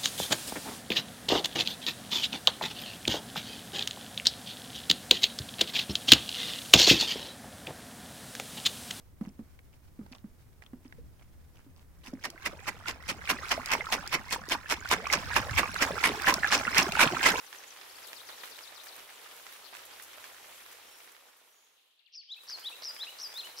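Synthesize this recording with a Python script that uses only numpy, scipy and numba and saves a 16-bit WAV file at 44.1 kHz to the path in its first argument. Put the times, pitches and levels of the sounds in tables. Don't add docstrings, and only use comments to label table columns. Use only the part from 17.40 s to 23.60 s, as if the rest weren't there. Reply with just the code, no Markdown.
import sys
import numpy as np
from scipy import signal
from scipy.fft import rfft, irfft, next_fast_len
from scipy.io import wavfile
from scipy.ndimage import uniform_filter1d
from numba import njit

SR = 44100
rng = np.random.default_rng(int(sys.argv[2]) if len(sys.argv) > 2 else 0)


def store_wav(level_fs):
    pcm = np.round(np.clip(np.atleast_2d(level_fs), -1, 1) * 32767)
    wavfile.write(sys.argv[1], SR, pcm.T.astype(np.int16))


def how_loud(loudness_db):
    steps = np.asarray(loudness_db, float) / 20
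    return 10 ** steps


N = 273420


def level(x, db):
    return x * how_loud(db) / np.sqrt(np.mean(x ** 2))


def curve(table):
    s, *columns = np.transpose(table)
    return [np.interp(np.arange(N) / SR, s, column) for column in columns]


def at(table, hz):
    table_hz, values = np.transpose(table)
    return np.interp(np.log(hz), np.log(table_hz), values)


def pan(db):
    return how_loud(np.array([db, -db]) / 2)


def walk(rate):
    hold = int(SR / rate)
    steps = np.repeat(rng.standard_normal(N // hold + 1), hold)
    return uniform_filter1d(steps, hold)[:N]


def band(x, hz, octaves):
    size = next_fast_len(N)
    f = np.arange(size // 2 + 1) * SR / size + 1
    bell = np.exp(-(np.log2(f / hz) / octaves) ** 2)
    return irfft(rfft(x, size) * bell, size)[..., :N]


def tail(x, t60, gap=0., sparkle=0., flat=False):
    size = SR // 4
    t = np.arange(size) / SR
    decay_db = -60 * np.maximum(t - gap, 0) / t60 + sparkle * walk(150)[:size]
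    h = rng.standard_normal((2, size)) * how_loud(decay_db) * (t >= gap)
    if flat:
        spectrum = rfft(h)
        h = irfft(spectrum / uniform_filter1d(np.abs(spectrum), size=5), size) * (t < t60)
    h = h / np.sqrt(np.sum(h ** 2, axis=1, keepdims=True))
    return signal.oaconvolve(x, h, axes=1)[:, :N]


def fade():
    t = np.arange(N) / SR
    out = np.sin(np.interp(t, (2.48, 4.91), [0, np.pi / 2])) ** 2
    back = np.sin(np.interp(t, (4.833, 5.29), [0, np.pi / 2])) ** 2
    return 1 - out + back + how_loud(-50)


# start_s, length_s, level_db
HUM = [
    (0.498, 0.4, -84.5),
    (1.096, 0.57, -90),
    (2.381, 1.1, -83.5),
    (5.397, 0.11, -93),
    (5.776, 0.46, -93),
]


def pump_load():
    idle_db, ramp_s = -92, 0.068
    t = np.arange(N) / SR
    load = how_loud(idle_db)
    for start, length, db in HUM:
        inside = np.minimum(t - start, start + length - t)
        load = load + how_loud(db) * np.clip(inside / ramp_s + 1, 0, 1)
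    return load * fade()


def pump():
    hz = 89 + 2.3 * walk(8.0)
    return np.sin(2 * np.pi * np.cumsum(hz) / SR) * pump_load() * how_loud(1.5)


# start_s, level_db
CHORUS = [
    (3.6, -63),
    (4.572, -71.5),
    (5.1, -63.5),
]


def far_chorus():
    smear = band(rng.standard_normal((2, N)), 3240, 0.48)
    heard = np.interp(np.arange(N) / SR, [4.0, 4.45, 4.9, 5.05], [0, 1, 1, 0])
    return level(smear, -0.13) * how_loud(curve(CHORUS)[0] + 2.0 * walk(37)) * heard


# pitch_hz, level_db (per Hz)
HISS = [(18, -40), (36, -10), (88, -24), (140, -21.5), (505, 3), (546, -3.5), (945, -4.5), (1770, -5),
        (2420, 1), (2910, -0.5), (7650, -12), (12300, -5), (15500, -26)]
# pitch_hz, side_minus_mid_db
SIDES = [(60, -4), (110, -3), (200, -1.5), (380, -7.5), (700, 1.5), (1290, 2), (2380, -3.5), (4400, -0.5),
         (8120, 0.5), (15000, 2.5)]
# pitch_hz, left_minus_right_db
LEAN = [(60, 2), (110, 0.5), (200, -4.5), (380, -6), (700, -4), (1290, -9.5), (2380, -3.5), (4400, 2.5),
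        (8120, 0), (15000, 2)]


def hiss(treble_db):
    out, low, high = 0, walk(18), walk(10)
    for hz in 32 * 2 ** np.arange(0, 9.1, .5):
        mid, side = band(rng.standard_normal((2, N)), hz, 0.49)
        treble = np.clip(np.log2(hz / 2500) / 3.6, 0, 1)
        db = at(HISS, hz) + treble * treble_db
        db = db + 1.2 * (1 - treble) * low + 2.8 * treble * high + 1.2 * walk(20)
        pair = mid + how_loud(at(SIDES, hz)) * side * np.array([[1], [-1]])
        out = out + how_loud(db) * pair * pan(at(LEAN, hz))[:, None]
    return out


@njit
def grains(s, hz, cycles, left, right):
    out = np.zeros((2, N))
    for k in range(len(s)):
        turn = np.exp((2j * np.pi - np.log(1000) / cycles[k]) * hz[k] / SR)
        z, start = 1 + 0j, int(s[k] * SR)
        for i in range(start, min(N, start + int(cycles[k] / hz[k] * SR))):
            out[0, i] += left[k] * z.imag
            out[1, i] += right[k] * z.imag
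            z *= turn
    return out


def patter(count, hz, octaves, cycles, spread_db, pan_db):
    pitch_draw, place_draw = rng.standard_normal((count, 2)).T
    size = how_loud(np.minimum(spread_db * rng.exponential(size=count), 7))
    left, right = size * pan(pan_db * np.clip(place_draw, -1.3, 1.3))
    pitch = np.clip(hz * 2 ** (octaves * pitch_draw), 350, 15000)
    return grains(rng.uniform(0, N / SR, count), pitch, np.full(count, 1. * cycles), left, right)


# start_s, level_db
RAIN = [
    (0.0, -59.5),
    (0.75, -58.5),
    (2.3, -59.5),
    (3.2, -57.5),
    (5.3, -60.5),
    (6.2, -59),
]


def rain():
    db, spray_db = curve(RAIN)[0], 2
    taps = patter(count=3000, hz=1500, octaves=0.63, cycles=5, spread_db=3, pan_db=7)
    ticks = patter(count=3500, hz=8000, octaves=0.75, cycles=11, spread_db=3.5, pan_db=11)
    crisp = patter(count=1800, hz=2800, octaves=0.7, cycles=5.5, spread_db=4, pan_db=7)
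    crisp = band(crisp + 0.5 * tail(crisp, .05, flat=True), 2800, 2.2)
    taps = band(taps + 0.35 * tail(taps, 0.093, flat=True), 1760, 2.38) * pan(-0.7)[:, None]
    spray = level(ticks + 1.6 * tail(ticks, 0.063, flat=True), -1.8)
    bed = level(hiss(spray_db), 6.28) + level(taps, 0.057) + level(crisp, -6.0)
    return how_loud(db) * fade() * (bed + how_loud(spray_db) * spray)


def drops(table, cycles, gain_db, pan_db, spray_hz, spray_db, t60, click=1):
    click_hz, click_cycles, click_db = 2630, 2, -1
    s, db, hz = np.transpose(table)
    s = s + 0.00119
    left, right = how_loud(db + gain_db) * pan(pan_db + 0.78 * rng.standard_normal(len(s)))
    hits = grains(s, hz, np.full(len(s), 1. * cycles), left, right)
    touch = np.maximum(hz, click_hz)
    hits = hits + how_loud(click_db) * grains(s, touch, click_cycles * touch / click_hz, left, right) * click
    kicks = np.zeros(N)
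    kicks[(s * SR).astype(int)] = how_loud(db + spray_db)
    burst = signal.lfilter([1], [1, -how_loud(-60 / t60 / SR)], kicks) * how_loud(5.47 * walk(500))
    spray = level(band(rng.standard_normal((2, N)), spray_hz, 1.55), 0)
    return hits + burst * spray * pan(pan_db)[:, None]


# start_s, peak_db, ring_hz
TAPS = [(0.127, -40.5, 1750), (0.146, -49, 1890), (0.224, -48.5, 1510), (0.58, -46, 1820),
        (0.621, -50, 1550), (0.888, -41, 1920), (0.977, -44, 1830), (1.184, -44, 1700), (1.292, -47, 1910),
        (1.467, -44.5, 1710), (1.579, -45.5, 1600), (1.689, -44.5, 2060), (1.693, -52, 1510),
        (2.121, -49, 1900), (2.597, -42.5, 1670), (2.731, -48, 1520), (2.84, -41, 1660), (2.964, -46, 1810),
        (3.199, -51, 1748), (3.261, -47.5, 1700), (3.547, -54, 1670), (3.675, -46, 1940),
        (3.748, -50, 2030), (3.885, -56, 1510), (5.096, -44, 1710), (5.563, -42, 2260), (5.631, -40, 1790),
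        (5.919, -45.5, 1720), (5.98, -47, 1790), (6.069, -43.5, 1800),
        (0.412, -42, 5100), (1.034, -39.5, 1910), (1.054, -55, 1800), (1.117, -51, 5600),
           (1.974, -49, 1760), (1.997, -47, 1580), (2.065, -43, 1890), (2.151, -46, 1710),
           (2.337, -50, 1490), (2.348, -52, 2300), (2.356, -50, 3600), (2.369, -59, 1320)]
# start_s, peak_db, ring_hz
THUDS = [(0.893, -43.5, 1260), (1.034, -41, 1130), (1.32, -49, 640), (1.46, -52.5, 640), (1.559, -51, 1220),
         (1.824, -50.5, 820), (2.326, -43.5, 674), (2.779, -50, 729), (3.348, -54, 724), (3.68, -55, 1270),
         (5.174, -46.5, 993), (5.421, -45, 651), (5.499, -48, 1130), (6.021, -59, 1230)]
# start_s, peak_db, ring_hz
PATTER = [(0.037, -45, 1080), (0.067, -52, 2510), (0.203, -44, 1700), (0.236, -42, 2830),
          (0.276, -49, 1570), (0.318, -46, 2270), (0.361, -41.5, 1070), (0.417, -42.5, 1770),
          (0.489, -53, 1950), (0.73, -38, 1680), (1.038, -42, 1150), (1.111, -44, 1730), (1.265, -41, 1690),
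          (1.332, -45, 2490), (1.437, -52, 2160), (1.587, -42, 1140), (1.7, -43, 2640), (1.771, -48, 2880),
          (1.859, -40, 1820), (1.911, -40.5, 2930), (2.089, -43, 1390), (2.259, -57, 1670),
          (2.331, -48, 1280), (2.342, -47, 1410), (2.362, -48, 1130), (2.377, -51, 2120),
          (2.389, -46.5, 1580), (2.433, -46, 1940), (2.509, -46, 1680), (2.944, -47, 1500),
          (3.044, -42, 2150), (3.065, -51, 1850), (3.119, -53, 1330), (3.311, -50, 1770),
          (3.602, -49, 1510), (3.93, -60, 1360), (3.996, -52.5, 1730), (4.987, -54.5, 2590),
          (5.034, -49, 1120), (5.157, -51, 956), (5.756, -47, 2020), (5.856, -53, 1590), (5.898, -56, 2140),
          (5.938, -45.5, 617), (6.089, -42.5, 865)]
# start_s, peak_db, ring_hz
SPLASHES = [(0.1401, -48, 12800), (0.6694, -38.5, 10200), (0.7706, -48, 12140), (0.8884, -42, 10700),
            (1.0335, -41, 12700), (1.0984, -43.5, 6930), (1.1672, -44, 12300), (1.4353, -39, 6000),
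            (1.5549, -43, 13800), (1.9644, -43, 12700), (2.1206, -42, 11800), (2.3504, -46, 7860),
            (2.4513, -38.5, 10700), (2.621, -35.5, 12430), (2.8409, -43, 6760), (3.3139, -43, 12100),
            (3.5733, -45, 11800), (3.7174, -45.5, 7800), (3.9674, -52.5, 12200), (5.1929, -44.5, 6800),
            (5.2398, -43.5, 10500), (5.2922, -41, 12700), (5.356, -45, 7250), (5.4907, -41, 7470),
            (5.5446, -42, 11400), (5.588, -45, 10660), (5.9407, -40.5, 7300), (5.9706, -43, 11900),
            (6.047, -40.5, 6750), (6.1861, -41, 9980),
            (1.458, -45, 11700), (1.7144, -50, 11500), (2.357, -45, 7800), (4.0814, -63, 14700),
         (4.1054, -60, 12200), (4.3564, -68, 12100), (4.4734, -70, 7160), (4.6774, -72, 7160),
         (4.9634, -52.5, 13300), (5.0344, -49, 11600), (5.6904, -44, 12200), (5.9957, -56, 11800)]


def close_drops():
    close = drops(TAPS, 25, 0.94, -3.5, 1800, -8.0, 0.14)
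    close = close + drops(THUDS, 11.0, 1.9, -5.0, 1180, -5.0, 0.17)
    close = close + drops(PATTER, 11.3, -3.0, -2.7, 1750, -10.0, 0.1)
    close = close + drops(SPLASHES, 30, .1, 0.71, 12300, -10, 0.16, click=0)
    return signal.sosfilt(signal.butter(2, 300, "high", fs=SR, output="sos"), close)


def whistle(notes, rough_db, glide_db):
    out = np.zeros(N)
    for note in notes:
        s, hz, db = np.transpose(note)
        i = np.arange(int(s[0] * SR), min(N, int(s[-1] * SR)))
        hz = uniform_filter1d(np.interp(i / SR, s, hz), size=60, mode="nearest")
        db = np.interp(i / SR, s, db) + glide_db * np.tanh((np.gradient(hz) / 5) ** 2)
        edge = np.minimum(1, np.minimum(i - i[0], i[-1] - i) / 40)
        out[i] += np.sqrt(2) * edge * how_loud(db) * np.sin(2 * np.pi * np.cumsum(hz) / SR)
    return out * how_loud(rough_db * walk(500))


def sung(song):
    notes = []
    for shape, rows in song:
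        for s, pitch, length, db in rows:
            notes.append(np.array(shape) * [length, pitch, 1] + [s, 0, db])
    return notes


# offset_s, pitch_hz, level_db
SEEP = [(0, 5440, -6), (.1, 5460, -2), (.17, 5470, 0), (.29, 5460, -10)]
WHEEZE = [(0, 5950, 2), (.06, 5750, 0), (.16, 5600, -7), (.3, 5550, -11)]
# shape, then rows of start_s, pitch_ratio,
# length_ratio, level_db
FAR = [(SEEP, [(3.37, .998, .95, -66), (3.66, .998, .12, -70), (3.79, .995, .35, -72),
       (4.2, 1.19, .65, -77), (4.45, 1.31, .3, -86), (4.55, .507, 1.2, -79), (4.642, .51, .08, -70),
       (4.714, .51, .08, -70), (4.783, .51, .08, -69)])]
# shape, then rows of start_s, pitch_ratio, length_ratio, level_db
FAR_HOARSE = [(SEEP, [(4.13, 1.215, .55, -67)]), (WHEEZE, [(4.085, 1, 1.1, -75)])]


def far_birds():
    clear = whistle(sung(FAR), 1.5, 0) * how_loud(2.5 * walk(40) - 1)
    hoarse = level(walk(450), 0) * whistle(sung(FAR_HOARSE), 2, 0)
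    far = (clear + hoarse) * np.ones((2, 1))
    return .7 * far + .6 * tail(far, .4, flat=True)


# offset_s, pitch_hz, level_db
TICK = [(0, 5940, 0), (.004, 6250, 16.5), (.011, 5500, 9), (.02, 5140, 4), (.024, 5000, -7)]
CHIP = [(0, 4650, -3), (.005, 4500, 9), (.009, 4320, -16), (.013, 5100, 3), (.017, 5300, 7),
        (.023, 5200, -8)]
DIP = [(.017, 4910, -3.5), (.026, 4454, 0.5), (.036, 3750, -1), (.05, 3100, -8), (.054, 3250, -8),
       (.059, 3650, 1), (.067, 4000, 1), (.075, 4200, -4)]
DROP = [(0, 4770, -19), (.004, 3700, 11), (.008, 2750, 8), (.016, 2826, 4), (.026, 2100, -7),
        (.034, 1630, 0)]
GLIDE = [(-.002, 4900, 2), (.003, 3800, 8), (.007, 3050, 6), (.013, 2800, 5), (.021, 2300, -3),
         (.031, 1650, -8)]
HOOK = [(0, 4100, -2), (.006, 5130, -2), (.011, 5350, -3), (.018, 4600, 4), (.024, 3300, -10)]
RASP = [(0, 6290, -6), (.012, 5750, 3.5), (.024, 5000, 8.5), (.034, 4510, 6)]
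FLOURISH = [(0, 4130, -6), (.012, 4500, -1), (.028, 4280, -2.5), (.04, 3470, -6), (.062, 3320, -7.5),
            (.075, 4200, -10), (.088, 4600, -10)]
BUZZ = [(0, 6860, -6), (.008, 7000, -1.5), (.016, 6900, -12)]
# start_s, level_db
CHIPS = [(.373, -52), (.436, -53), (.495, -48), (.554, -48)]
DIPS = [(.628, -41.5), (.749, -39), (.868, -40.5), (.983, -40), (1.103, -39), (1.22, -39.5), (1.345, -39),
        (1.467, -41)]
DROPS = [(1.587, -54), (1.649, -57), (1.714, -58), (1.774, -55), (1.841, -51), (1.906, -58), (2.04, -60),
         (2.11, -61)]
LATE_DROPS = [(4.593, -61), (4.663, -57), (4.735, -56), (4.809, -56)]
# start_s, pitch_ratio, length_ratio, level_db
TICKS = [(.062, 0.99, .9, -56), (.182, 1, 1, -53), (.304, 1, 0.55, -51), (4.901, 1.02, .3, -65),
         (4.919, 1.15, .3, -64), (4.931, .9, .4, -63)]
FLOURISHES = [
    (0.073, 1.0, 0.37, -52),
    (2.241, .99, 1, -43),
]
BUZZES = [(.042, 1.04, .8, -55), (.16, 1, .8, -49), (.272, .99, 1.4, -47), (.552, 1, .8, -52)]


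def finch_song():
    def run(rows, pitch, length):
        return [(s, pitch, length, db) for s, db in rows]

    clear = [(TICK, TICKS), (CHIP, run(CHIPS, 1.001, 1.0)), (DIP, run(DIPS, 1.001, .94)),
             (DROP, run(DROPS, 1.06, 0.96)), (GLIDE, run(LATE_DROPS, 0.95, 1.0)),
             (HOOK, [(2.524, .99, .99, -45)])]
    rasps = [(s - .008, 1.001, .99, -54) for s, _ in DIPS]
    hoarse = [(RASP, rasps), (FLOURISH, FLOURISHES), (BUZZ, BUZZES)]
    return sung(clear), sung(hoarse)


def finch():
    flutter = level(walk(2200), 0)
    clear, hoarse = finch_song()
    voice = whistle(clear, 3.3, 0) * how_loud(-4.5)
    voice = voice + (.5 + .85 * flutter) * whistle(hoarse, 2.2, 0) * how_loud(1.5)
    voice = voice * how_loud(-5.5) * np.array([[1], [.08]])
    return voice + how_loud(-6) * tail(voice, .3, .002, 2, flat=True)


# turn_s, pitch_hz, stroke_db
TURNS = [
    [(4.7205, 4780, -72), (4.7255, 6120, -63), (4.732, 4340, -59), (4.7375, 6100, -53),
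     (4.7445, 4230, -52.5), (4.7515, 5960, -47), (4.757, 4740, -46.5), (4.7655, 5830, -47),
     (4.769, 5120, -49)],
    [(5.072, 4620, -59), (5.076, 5876, -53), (5.084, 3760, -46), (5.0905, 6100, -43), (5.097, 4250, -41.5),
     (5.1037, 6560, -42.5), (5.112, 4340, -39), (5.1168, 5700, -50), (5.118, 5130, -50)],
    [(5.418, 5600, -70), (5.4205, 6290, -47), (5.427, 3856, -50.5), (5.4332, 6070, -43.5),
     (5.4398, 3810, -43), (5.4465, 6600, -40), (5.453, 4580, -38.5), (5.4615, 5800, -37),
     (5.467, 5200, -41)],
    [(5.784, 6320, -68), (5.7855, 6370, -48), (5.7925, 4000, -49), (5.798, 6470, -43), (5.805, 4300, -44),
     (5.8115, 6810, -42), (5.8165, 5050, -40), (5.8255, 6150, -42), (5.8275, 5500, -47)],
    [(6.160, 4500, -66), (6.163, 5200, -56), (6.166, 4520, -55), (6.172, 6280, -50), (6.179, 3790, -46),
     (6.186, 6320, -42.5), (6.192, 4600, -42), (6.199, 5800, -44), (6.202, 5330, -44)],
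]
# start_hz, end_hz, length_s, level_db, sag_db, upturn_hz
WARBLES = [
    (5300, 4420, 0.041, -44.5, -8, -60),
    (5200, 4260, 0.041, -38.5, -4, -60),
    (5600, 4760, 0.044, -37.5, -3.5, 220),
    (5800, 4760, 0.046, -37.5, -4.5, 40),
    (5800, 4710, .047, -41, -3, 30),
]


def warbles():
    ease, attack_s, gap_db, stroke_sag_db = 1.7, .0009, -14, -6
    throat_hz, throat_width_hz, throat_db = 5600, 780, -6.5
    break_s, break_db = .002, -11.5
    fall_s, release_s, release_db = .016, .003, -20
    notes, share = [], np.linspace(0, 1, num=160)
    for turns, (start_hz, end_hz, length, db, sag_db, upturn_hz) in zip(TURNS, WARBLES):
        s, hz, push_db = np.transpose(turns)
        early = s[0] + share * (s[-1] - s[0])
        k = np.clip(np.searchsorted(s, early, side="right") - 1, 0, len(s) - 2)
        left = np.clip((s[k + 1] - early) / np.diff(s)[k], 0, 1)
        hz = hz[k + 1] + (hz[k] - hz[k + 1]) * left ** ease
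        turn_db = push_db[k] + 2.5 + stroke_sag_db * (1 - left) ** 2
        turn_db = turn_db + gap_db * np.exp((s[k] - early) / attack_s)
        turn_db = turn_db + throat_db * (np.maximum(hz - throat_hz, 0) / throat_width_hz) ** 2
        turn_db = turn_db + break_db * np.exp((early - s[-1]) / break_s)
        t = break_s / 2 + share * length
        fall = end_hz + (start_hz - end_hz) * np.exp(-(t / fall_s) ** 1.5) + upturn_hz * share ** 3
        fall_db = db + break_db * np.exp(-t / break_s) + sag_db * share ** 2
        release = [s[-1] + t[-1] + release_s, end_hz * 0.93, db + release_db]
        notes.append(np.vstack([np.c_[early, hz, turn_db], np.c_[s[-1] + t, fall, fall_db], release]))
    return notes


# offset_s, pitch_hz, level_db
ARCH = [(-.007, 2934, -22), (.002, 3083, -16), (.014, 3265, -5.5), (.031, 3740, 2), (.041, 4023, 4),
        (.050, 4020, 2.5), (.057, 3610, -2.5), (.063, 2940, -8)]
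HIGH_ARCH = [(0, 3400, -20), (.012, 3520, -18), (.03, 3700, -8.5), (.046, 4160, -7), (.056, 4280, -4.5),
             (.066, 4000, -5), (.074, 3450, -13), (.08, 2920, -17)]
BOW = [(0, 2410, -3), (.008, 2616, 0), (.017, 2835, 3), (.024, 2790, 2), (.033, 2690, -3)]
LIFT = [(0, 2396, 0), (.008, 2680, 0), (.02, 2817, 2.5), (.029, 2894, 1.5), (.033, 2880, -4)]
# shape, then rows of start_s, pitch_ratio, length_ratio, level_db
NEAR = [
    (ARCH, [(4.884, 0.99, 1.03, -43), (5.233, 0.98, 0.96, -38), (5.584, 1.008, 1.03, -39)]),
    (HIGH_ARCH, [(5.938, 0.99, 0.99, -32)]),
    (BOW, [(4.962, 0.94, 0.9, -56.5), (5.314, 0.98, 1.01, -51)]),
    (LIFT, [(5.667, 1.02, 0.98, -47), (6.032, 1.06, 1.15, -49)]),
]


def songbird():
    voice = whistle(warbles() + sung(NEAR), .4, 3) * how_loud(-1.0)
    voice = voice - 200 * voice ** 3
    voice = voice * pan(1.6)[:, None]
    bank = how_loud(-25) * tail(voice, .1, .17)
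    leaves = how_loud(-15) * tail(voice * walk(900), .4, .006, flat=True)
    trunks = how_loud(-8.5) * tail(voice, .42, .012, 3, flat=True)
    return voice + trunks + leaves + bank


def scene():
    distance = pump() + far_chorus() + far_birds()
    return distance + rain() + close_drops() + finch() + songbird()


def band_limit(x):
    return signal.sosfilt(signal.butter(12, 16450, fs=SR, output="sos"), x)


def record(dry):
    cut = signal.ellip(12, .2, 70, 15750, fs=SR, output="sos")
    mix = signal.sosfiltfilt(cut, dry)
    return band_limit(mix)


dry = scene()
out = record(dry)
store_wav(out)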